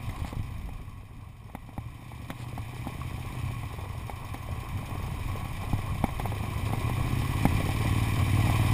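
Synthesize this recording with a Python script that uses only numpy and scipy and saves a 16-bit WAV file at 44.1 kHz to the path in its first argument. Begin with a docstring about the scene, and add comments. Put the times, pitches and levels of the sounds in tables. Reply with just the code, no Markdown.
"""A V-twin motorcycle rides a rough dirt road, heard from a cased camera on the rider's chest.
At first grit scuffs and gusts buffet the case over the rush of the tyres. The engine pulls, its
exhaust booming and its valves clattering, then drops back for a gear change near 4 s. It pulls
harder from 6.5 s, and the final drive whines as the tyres grow louder. All along, bumps knock
the case against its mount, hardest in the last three seconds."""
import sys
import numpy as np
from scipy.fft import rfft, irfft, next_fast_len
from scipy.io import wavfile
from scipy.ndimage import map_coordinates

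SR = 44100
rng = np.random.default_rng(int(sys.argv[2]) if len(sys.argv) > 2 else 0)


def wav_out(sig):
    """Save sig, one row per channel (or a flat mono array), as 16-bit PCM at SR to the path in sys.argv[1]."""
    wavfile.write(sys.argv[1], SR, np.round(np.clip(np.atleast_2d(sig).T, -1, 1) * 32767).astype(np.int16))


N = 384993


def amp(db):
    """Amplitude ratio of a level in decibels."""
    return 10 ** (np.asarray(db) / 20)


def unit(x):
    """Normalisation to rms 1."""
    return x / np.sqrt(np.mean(x ** 2) + 1e-20)


def curve(rows):
    """Linear interpolation of (t/s, value) rows at every sample."""
    return np.interp(np.arange(N) / SR, *np.transpose(rows))


def wobble(rate):
    """Smooth random modulation: a spline through rate knots a second."""
    return map_coordinates(rng.standard_normal(int(N * rate / SR) + 4), [np.arange(N) * rate / SR])


def swells(rows):
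    """Sum of Gaussian envelopes from (t/s, duration/s, level/dB) rows."""
    t = np.arange(N) / SR
    return sum(amp(db) * np.exp(-(2 * (t - s) / length) ** 2) for s, length, db in rows)


def response(points):
    """Frequency response through (f/Hz, level/dB) points on a log axis."""
    f, db = np.transpose(points)
    return lambda hz: amp(np.interp(np.log(hz + 1), np.log(f), db))


def filtered(x, gain, causal=False):
    """Spectral filtering; causal uses minimum phase, so ringing only follows a pulse."""
    m = 2 * next_fast_len(N // 2 + SR // 4)
    g = gain(np.fft.rfftfreq(m, 1 / SR))
    if causal:
        cepstrum = irfft(np.log(g + 1e-6))
        fold = 1 + np.sign(m // 2 - np.arange(m))
        g = np.exp(rfft(cepstrum * fold) - cepstrum[0])
    return irfft(rfft(x, m) * g, m)[:N]


def ring(modes, t, detune=0.025):
    """Free vibration of damped (f/Hz, level/dB, T60/s) modes, varied at each blow; peak 1."""
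    draws = rng.standard_normal((len(modes), 2))
    y = sum(amp(db + a - 60 * t / t60) * np.sin(2 * np.pi * hz * (1 + detune * b) * t)
            for (hz, db, t60), (a, b) in zip(modes, draws))
    y *= 1 - np.exp(-t / 0.0003)  # rounded onset
    return y / np.abs(y).max()


def add(track, s, sound):
    """Superposition of a sound on the track, s seconds in."""
    i = max(round(s * SR), 0)
    track[i:i + len(sound)] += sound[:max(N - i, 0)]


# Tyre rush, which air, chatter and engine also follow: t/s, level/dB
RUSH_LEVEL = [(0, -48), (.25, -50), (.6, -53), (1.05, -58), (1.45, -60), (2.15, -54), (2.8, -49.5),
              (3.35, -48), (4.05, -48), (5.3, -44.5), (6.1, -44.5), (6.7, -43), (7.5, -40.5), (8.15, -40.5),
              (8.6, -38.5)]
# Spectrum of tyres on dirt: f/Hz, level/dB
TYRE_SPECTRUM = [(120, -27), (250, -1), (400, -3.5), (570, -4.5), (780, 2.5), (880, -2.5), (1000, 4.5),
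                 (1100, 7), (1220, -5), (1450, -13.5), (2000, -24.5), (4000, -102)]
def tyres(lumpy_db, grit_db):
    """Roughness excitation: lumps and grit modulate the noise of rolling contact."""
    contact = amp(lumpy_db * wobble(35) + grit_db * wobble(400))
    rush = filtered(rng.standard_normal(N) * contact, response(TYRE_SPECTRUM), causal=True)
    return amp(curve(RUSH_LEVEL)) * unit(rush)


# Spectrum of air on the case: f/Hz, level/dB
EDDY_SPECTRUM = [(5, -32), (14, 1.5), (30, 5), (60, 2.5), (100, -4), (160, -10.5), (280, -27), (400, -27.5),
                 (900, -65)]
# Gusts added to the steady buffeting: t/s, duration/s, relative level/dB
AIR_GUSTS = [(.1, 0.45, 4), (.38, 0.15, 11.5), (.72, 0.38, 11), (1.3, 0.86, 6), (5.25, 0.32, 2),
             (5.9, 1.9, -0.5), (7.02, 0.2, 3), (8.57, 0.094, 1)]
def buffeting(air_db, gusty_db, judder_db, judder_slope, gust_judder):
    """Turbulent pressure and forced vibration: air and road shake the case; gusts swell both."""
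    eddies = filtered(rng.standard_normal(N), response(EDDY_SPECTRUM)) * amp(gusty_db * wobble(9))
    washboard = response([(40, -14), (75, -0.5), (105, 0), (150, -9), (280, -16), (400, -40.5),
                          (900, -79)])
    judder = filtered(rng.standard_normal(N), washboard) * amp(2.5 * wobble(14))
    rush_db, gust = curve(RUSH_LEVEL), swells(AIR_GUSTS)
    air = amp(rush_db + air_db) * (1 + gust) * unit(eddies)
    shake_db = judder_db + judder_slope * (rush_db - rush_db.mean())
    return air + amp(shake_db) * (1 + gust_judder * gust) * unit(judder)


# Gritty scuffs: t/s, duration/s, level/dB
SCUFF_EVENTS = [(.097, 0.013, -48), (0.163, 0.01, -44), (0.198, 0.04, -48), (0.28, 0.051, -42.5),
                (2.413, 0.065, -49)]
# Their spectrum: f/Hz, level/dB
SCUFF_SPECTRUM = [(300, 0), (900, 17.5), (1500, 3), (2150, 13), (2800, 5.5), (3500, 5), (5200, 2),
                  (6000, -17), (7000, 0), (10000, -3.5), (15000, -26)]
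def scuffs():
    """Friction noise: grit scrapes in short, grainy swells."""
    grit = rng.standard_normal(N) * amp(3.5 * wobble(600))
    return swells(SCUFF_EVENTS) * unit(filtered(grit, response(SCUFF_SPECTRUM), causal=True))


# Modes of small rattles: f/Hz, level/dB, T60/s
RATTLE_MODES = [(412, -1.5, 0.048), (539, -3, 0.019), (740, 6, 0.012), (1120, -13, 0.017)]
def chatter(over_rush_db, spread_db, count):
    """Random impacts: small stones rattle the mount, harder as the tyres get louder."""
    out, t = np.zeros(N), np.arange(SR // 16) / SR
    for when, softness in rng.random((count, 2)):
        rattle = ring(RATTLE_MODES, t, detune=0.16)
        add(out, when * N / SR, amp(over_rush_db - spread_db * softness) * rattle)
    return out * amp(curve(RUSH_LEVEL))


# Knocks of the case: t/s, level/dB, relative thud level/dB, relative crack level/dB
CASE_KNOCKS = [(0.091, -32.5, -3, -5), (0.245, -29, -4, -15), (0.326, -35, 3, -6), (0.689, -34, -11, -28),
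               (1.497, -39, -6, -18), (1.549, -27, -5, -13), (1.689, -38, 0, -23),
               (1.778, -26.5, -3.5, -21), (2.116, -34.5, -14, -25), (2.301, -30.5, 0.5, 1),
               (2.577, -27.5, -6, -17), (2.869, -25.5, -1.5, -16), (3.631, -35, -15, -9),
               (3.788, -36, -26, -6), (4.095, -24.5, -14.5, -16), (4.342, -27, -4, -11),
               (4.909, -31, -3, -16), (5.454, -32, -3.5, -21), (5.632, -31, -6, -15),
               (5.73, -24, -0.5, -37), (6.039, -14.5, -9, -20), (6.088, -30.5, -8, -9),
               (6.196, -23.5, -11, -7), (6.255, -20.5, -11, -16), (6.318, -27, -10, -19),
               (6.436, -27, -10, -19), (6.732, -20, -5, -20), (6.896, -22.5, -8, -19),
               (7.218, -26.5, -8, -13), (7.452, -13, -2.5, -15), (7.689, -25, -1, -25),
               (8.47, -22.5, -2, -22), (8.497, -20, -7.5, -15)]
# Modes of the case shell and of its mount: f/Hz, level/dB, T60/s
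SHELL_MODES = [(474, -8, 0.017), (620, 2, 0.007), (695, 8, 0.021), (796, -7, 0.076), (983, -16, 0.042),
               (1230, -40, 0.034), (1820, -9.5, 0.015), (2220, -12, 0.041), (3400, -31, 0.021),
               (3580, -45, 0.025)]
MOUNT_MODES = [(124, -13, 0.032), (187, 9, 0.052), (251.7, 21.5, 0.031)]
# Soft jolts of the mount and clinks of loose metal fittings: t/s, level/dB, f/Hz
MOUNT_JOLTS = [(0.219, -19.5, 90), (0.368, -20.5, 110), (.395, -20, 97), (1.782, -26, 110),
               (1.861, -29, 100), (2.593, -26, 100), (5.735, -15.5, 106), (6.041, -14, 230),
               (7.453, -16, 170)]
METAL_CLINKS = [(.329, -39, 486), (3.015, -31.5, 1090)]
def knocks(rebound_s, rebound_gain, click_db, click_t60, crack_t60):
    """Impact excitation: the case hits its mount and rebounds; modes ring, contact noise cracks."""
    out, cracks, clicks = np.zeros((3, N))
    t = np.arange(SR // 8) / SR
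    burst = lambda t60: amp(-60 * t / t60) * rng.standard_normal(len(t))
    for s, db, thud_db, crack_db in CASE_KNOCKS:
        contact = s + 0.0015
        add(out, contact, amp(db) * ring(SHELL_MODES, t))
        add(out, contact + rebound_s, rebound_gain * amp(db) * ring(SHELL_MODES, t))
        add(out, contact, amp(db + thud_db + 5) * ring(MOUNT_MODES, t))
        add(cracks, contact, amp(db + crack_db + 3.5) * burst(crack_t60))
        add(clicks, contact, amp(db + click_db) * burst(click_t60))
    for s, db, hz in MOUNT_JOLTS:
        add(out, s, amp(db - 2) * ring([(hz, 0, 6 / hz)], t))  # dies in six periods
    for s, db, hz in METAL_CLINKS:
        add(out, s, amp(db) * ring([(hz, 0, 0.045)], t))
    crack_colour = response([(300, -3.5), (650, 9.5), (1400, -5), (2100, 10.5), (2800, -11),
                             (3600, 1.5), (4500, -20), (6000, -18), (15000, -13)])
    click_colour = response([(1000, -24), (6000, -36), (9000, -4.5), (11000, 4), (12800, 3.5),
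                             (15000, -18)])
    return out + filtered(cracks, crack_colour, causal=True) + filtered(clicks, click_colour)


def whine(peak_s, length_s, db, peak_hz, hz_per_s):
    """Gear meshing: the tone of the final drive swells and climbs as the bike gathers speed."""
    hz = peak_hz + hz_per_s * (np.arange(N) / SR - peak_s)
    tone = np.sin(2 * np.pi * np.cumsum(hz) / SR)
    return swells([(peak_s, length_s, db)]) * amp(1.3 * wobble(25)) * unit(tone)


# Rate of four-stroke cycles: t/s, f/Hz
CYCLE_RATE = [(0.2, 12.09), (0.55, 13.5), (0.8, 12.4), (1.35, 12.95), (1.8, 14.33), (2.7, 15.35),
              (3.43, 15.9), (3.8, 12.23), (4.07, 10.95), (4.95, 11.9), (5.7, 11.98), (6.2, 12.4),
              (6.6, 13.45), (7.0, 15.3), (7.4, 17.2), (7.85, 18.7), (8.73, 19.2)]
# Throttle: t/s, opening (0-1)
THROTTLE_OPENING = [(0, 0.4), (.6, 0), (1.55, 0.2), (2, 0.93), (3.4, 0.67), (3.7, .25), (4.7, 0.2),
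                    (5.2, 0.6), (6.5, 0.5), (7, 0.9), (8.73, 0.63)]
def drive(over_rush_db, octave_db, throttle_db, cruise_hz=12):
    """Speed and load law: an engine layer's gain follows tyre rush, cycle rate and throttle."""
    octaves = np.log2(curve(CYCLE_RATE) / cruise_hz)
    load_db = throttle_db * curve(THROTTLE_OPENING)
    return amp(curve(RUSH_LEVEL) + over_rush_db + octave_db * octaves + load_db)


def crank(cycles):
    """Rotational harmonic: the crankshaft, turning twice a cycle, hums at its fourth order."""
    hum = np.sin(2 * np.pi * 8 * cycles)
    return drive(over_rush_db=-7, octave_db=7, throttle_db=4.2) * amp(1.2 * wobble(26)) * unit(hum)


# Resonances of the case that pass the clatter: f/Hz, bandwidth/Hz, level/dB
CASE_RESONANCES = [(1705, 170, -4.5), (1972, 235, 1.5), (2378, 400, 3.5), (3084, 320, -4.5),
                   (3658, 605, -8.5), (4515, 330, -17), (5070, 590, -15), (5550, 150, -15.5),
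                   (6730, 520, -16.5), (7210, 660, -18.5), (8400, 960, -15), (9020, 170, -13),
                   (9670, 690, -10), (11010, 440, -12), (11940, 95, -9.5), (12230, 87, -18),
                   (12750, 320, -12.5), (14330, 650, -11), (15150, 400, -24)]
def case(hz):
    """Resonant transmission: the peaks of the camera case add in power."""
    return np.sqrt(sum((amp(db) / (1 + (2 * (hz - centre) / width) ** 2)) ** 2
                       for centre, width, db in CASE_RESONANCES))


# Valve strikes: phase/cycle, relative amplitude
VALVE_STRIKES = [(0.312, 0.78), (0.499, 0.25), (0.749, 0.53)]
def strikes(cycles, decay_cycles):
    """Exponential decay: each valve strike is a noise burst locked to the camshaft."""
    noise = rng.standard_normal(N)
    envelope = sum(size * np.exp(-((cycles - phase) % 1) / decay_cycles)
                   for phase, size in VALVE_STRIKES)
    return noise * envelope * amp(1.7 * wobble(30))


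def clatter(cycles, tick_db, grit_db):
    """Periodic impacts: valves tick and tappets click over steady mechanical noise."""
    steady = unit(filtered(rng.standard_normal(N) * amp(grit_db * wobble(500)), case))
    bright = response([(1500, -7.5), (3000, 6.5), (5000, 11), (10000, 4), (15000, -30)])
    ticks = unit(filtered(strikes(cycles, decay_cycles=0.27), lambda hz: case(hz) * bright(hz)))
    thin = response([(3000, -32), (4800, -25), (5500, 9.5), (6000, -68), (6400, 10), (7000, -25),
                     (9000, -10), (12200, -5), (15000, 4.5)])
    tappets = unit(filtered(strikes(cycles, decay_cycles=0.05), thin))
    tappets *= drive(over_rush_db=-12.5, octave_db=-2, throttle_db=-1)
    valve_gear = steady + amp(tick_db) * ticks
    return drive(over_rush_db=-4.5, octave_db=5, throttle_db=0.44) * valve_gear + tappets


# Responses of the exhaust pipe, low boom and higher bark: f/Hz, level/dB
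PIPE_BOOM = [(20, -38.5), (45, -20), (58, -5.5), (80, -3.5), (95, 1), (114, 3.5), (128, 1.5), (150, -5.5),
             (200, -28), (400, -63)]
PIPE_BARK = [(90, -46.5), (150, -8), (190, 3.5), (230, 1.5), (265, 6), (300, 3.5), (340, 1.5), (380, -17.5),
             (450, -12.5), (560, -27), (740, -13), (790, -7), (850, -22.5), (1600, -51)]
def exhaust(cycles):
    """Source and filter: two unevenly spaced firings a cycle excite the pipe's resonances."""
    pulses = np.zeros(N)
    starts = np.arange(int(cycles[-1]) + 1)
    for phase, strength in [(0, 1), (3 / 8, 0.9)]:
        scatter = amp(0.7 * rng.standard_normal(len(starts)))
        firings = np.interp(starts + phase, cycles, np.arange(N)).astype(int)
        pulses += np.bincount(firings, strength * scatter, N)
    boom = unit(filtered(pulses, response(PIPE_BOOM), causal=True))
    bark = unit(filtered(pulses, response(PIPE_BARK), causal=True))
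    boom *= drive(over_rush_db=6.5, octave_db=9.7, throttle_db=-1.2)
    bark *= drive(over_rush_db=-15, octave_db=11.8, throttle_db=11.8)
    return amp(1.2 * wobble(9)) * (boom + bark)


def scene():
    """Superposition at one microphone, alike in both channels."""
    cycles = np.cumsum(curve(CYCLE_RATE)) / SR
    engine = exhaust(cycles) + crank(cycles)
    engine += whine(peak_s=7.25, length_s=2.2, db=-51.5, peak_hz=397, hz_per_s=38)
    engine += clatter(cycles, tick_db=-5.5, grit_db=1)
    road = tyres(lumpy_db=1, grit_db=2)
    road += buffeting(air_db=1.5, gusty_db=1.5, judder_db=-40.5, judder_slope=0.82, gust_judder=0.2)
    road += scuffs()
    mount = knocks(rebound_s=0.0023, rebound_gain=0.52, click_db=-19, click_t60=0.038, crack_t60=0.043)
    mount += chatter(over_rush_db=16.5, spread_db=11, count=140)
    return np.tile(engine + road + mount, (2, 1))


def record(dry):
    """Band limiting: the camera keeps nothing above its cutoff."""
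    cutoff_hz = 15400
    return np.array([filtered(channel, lambda hz: hz < cutoff_hz) for channel in dry])


dry = scene()
out = record(dry)
wav_out(out)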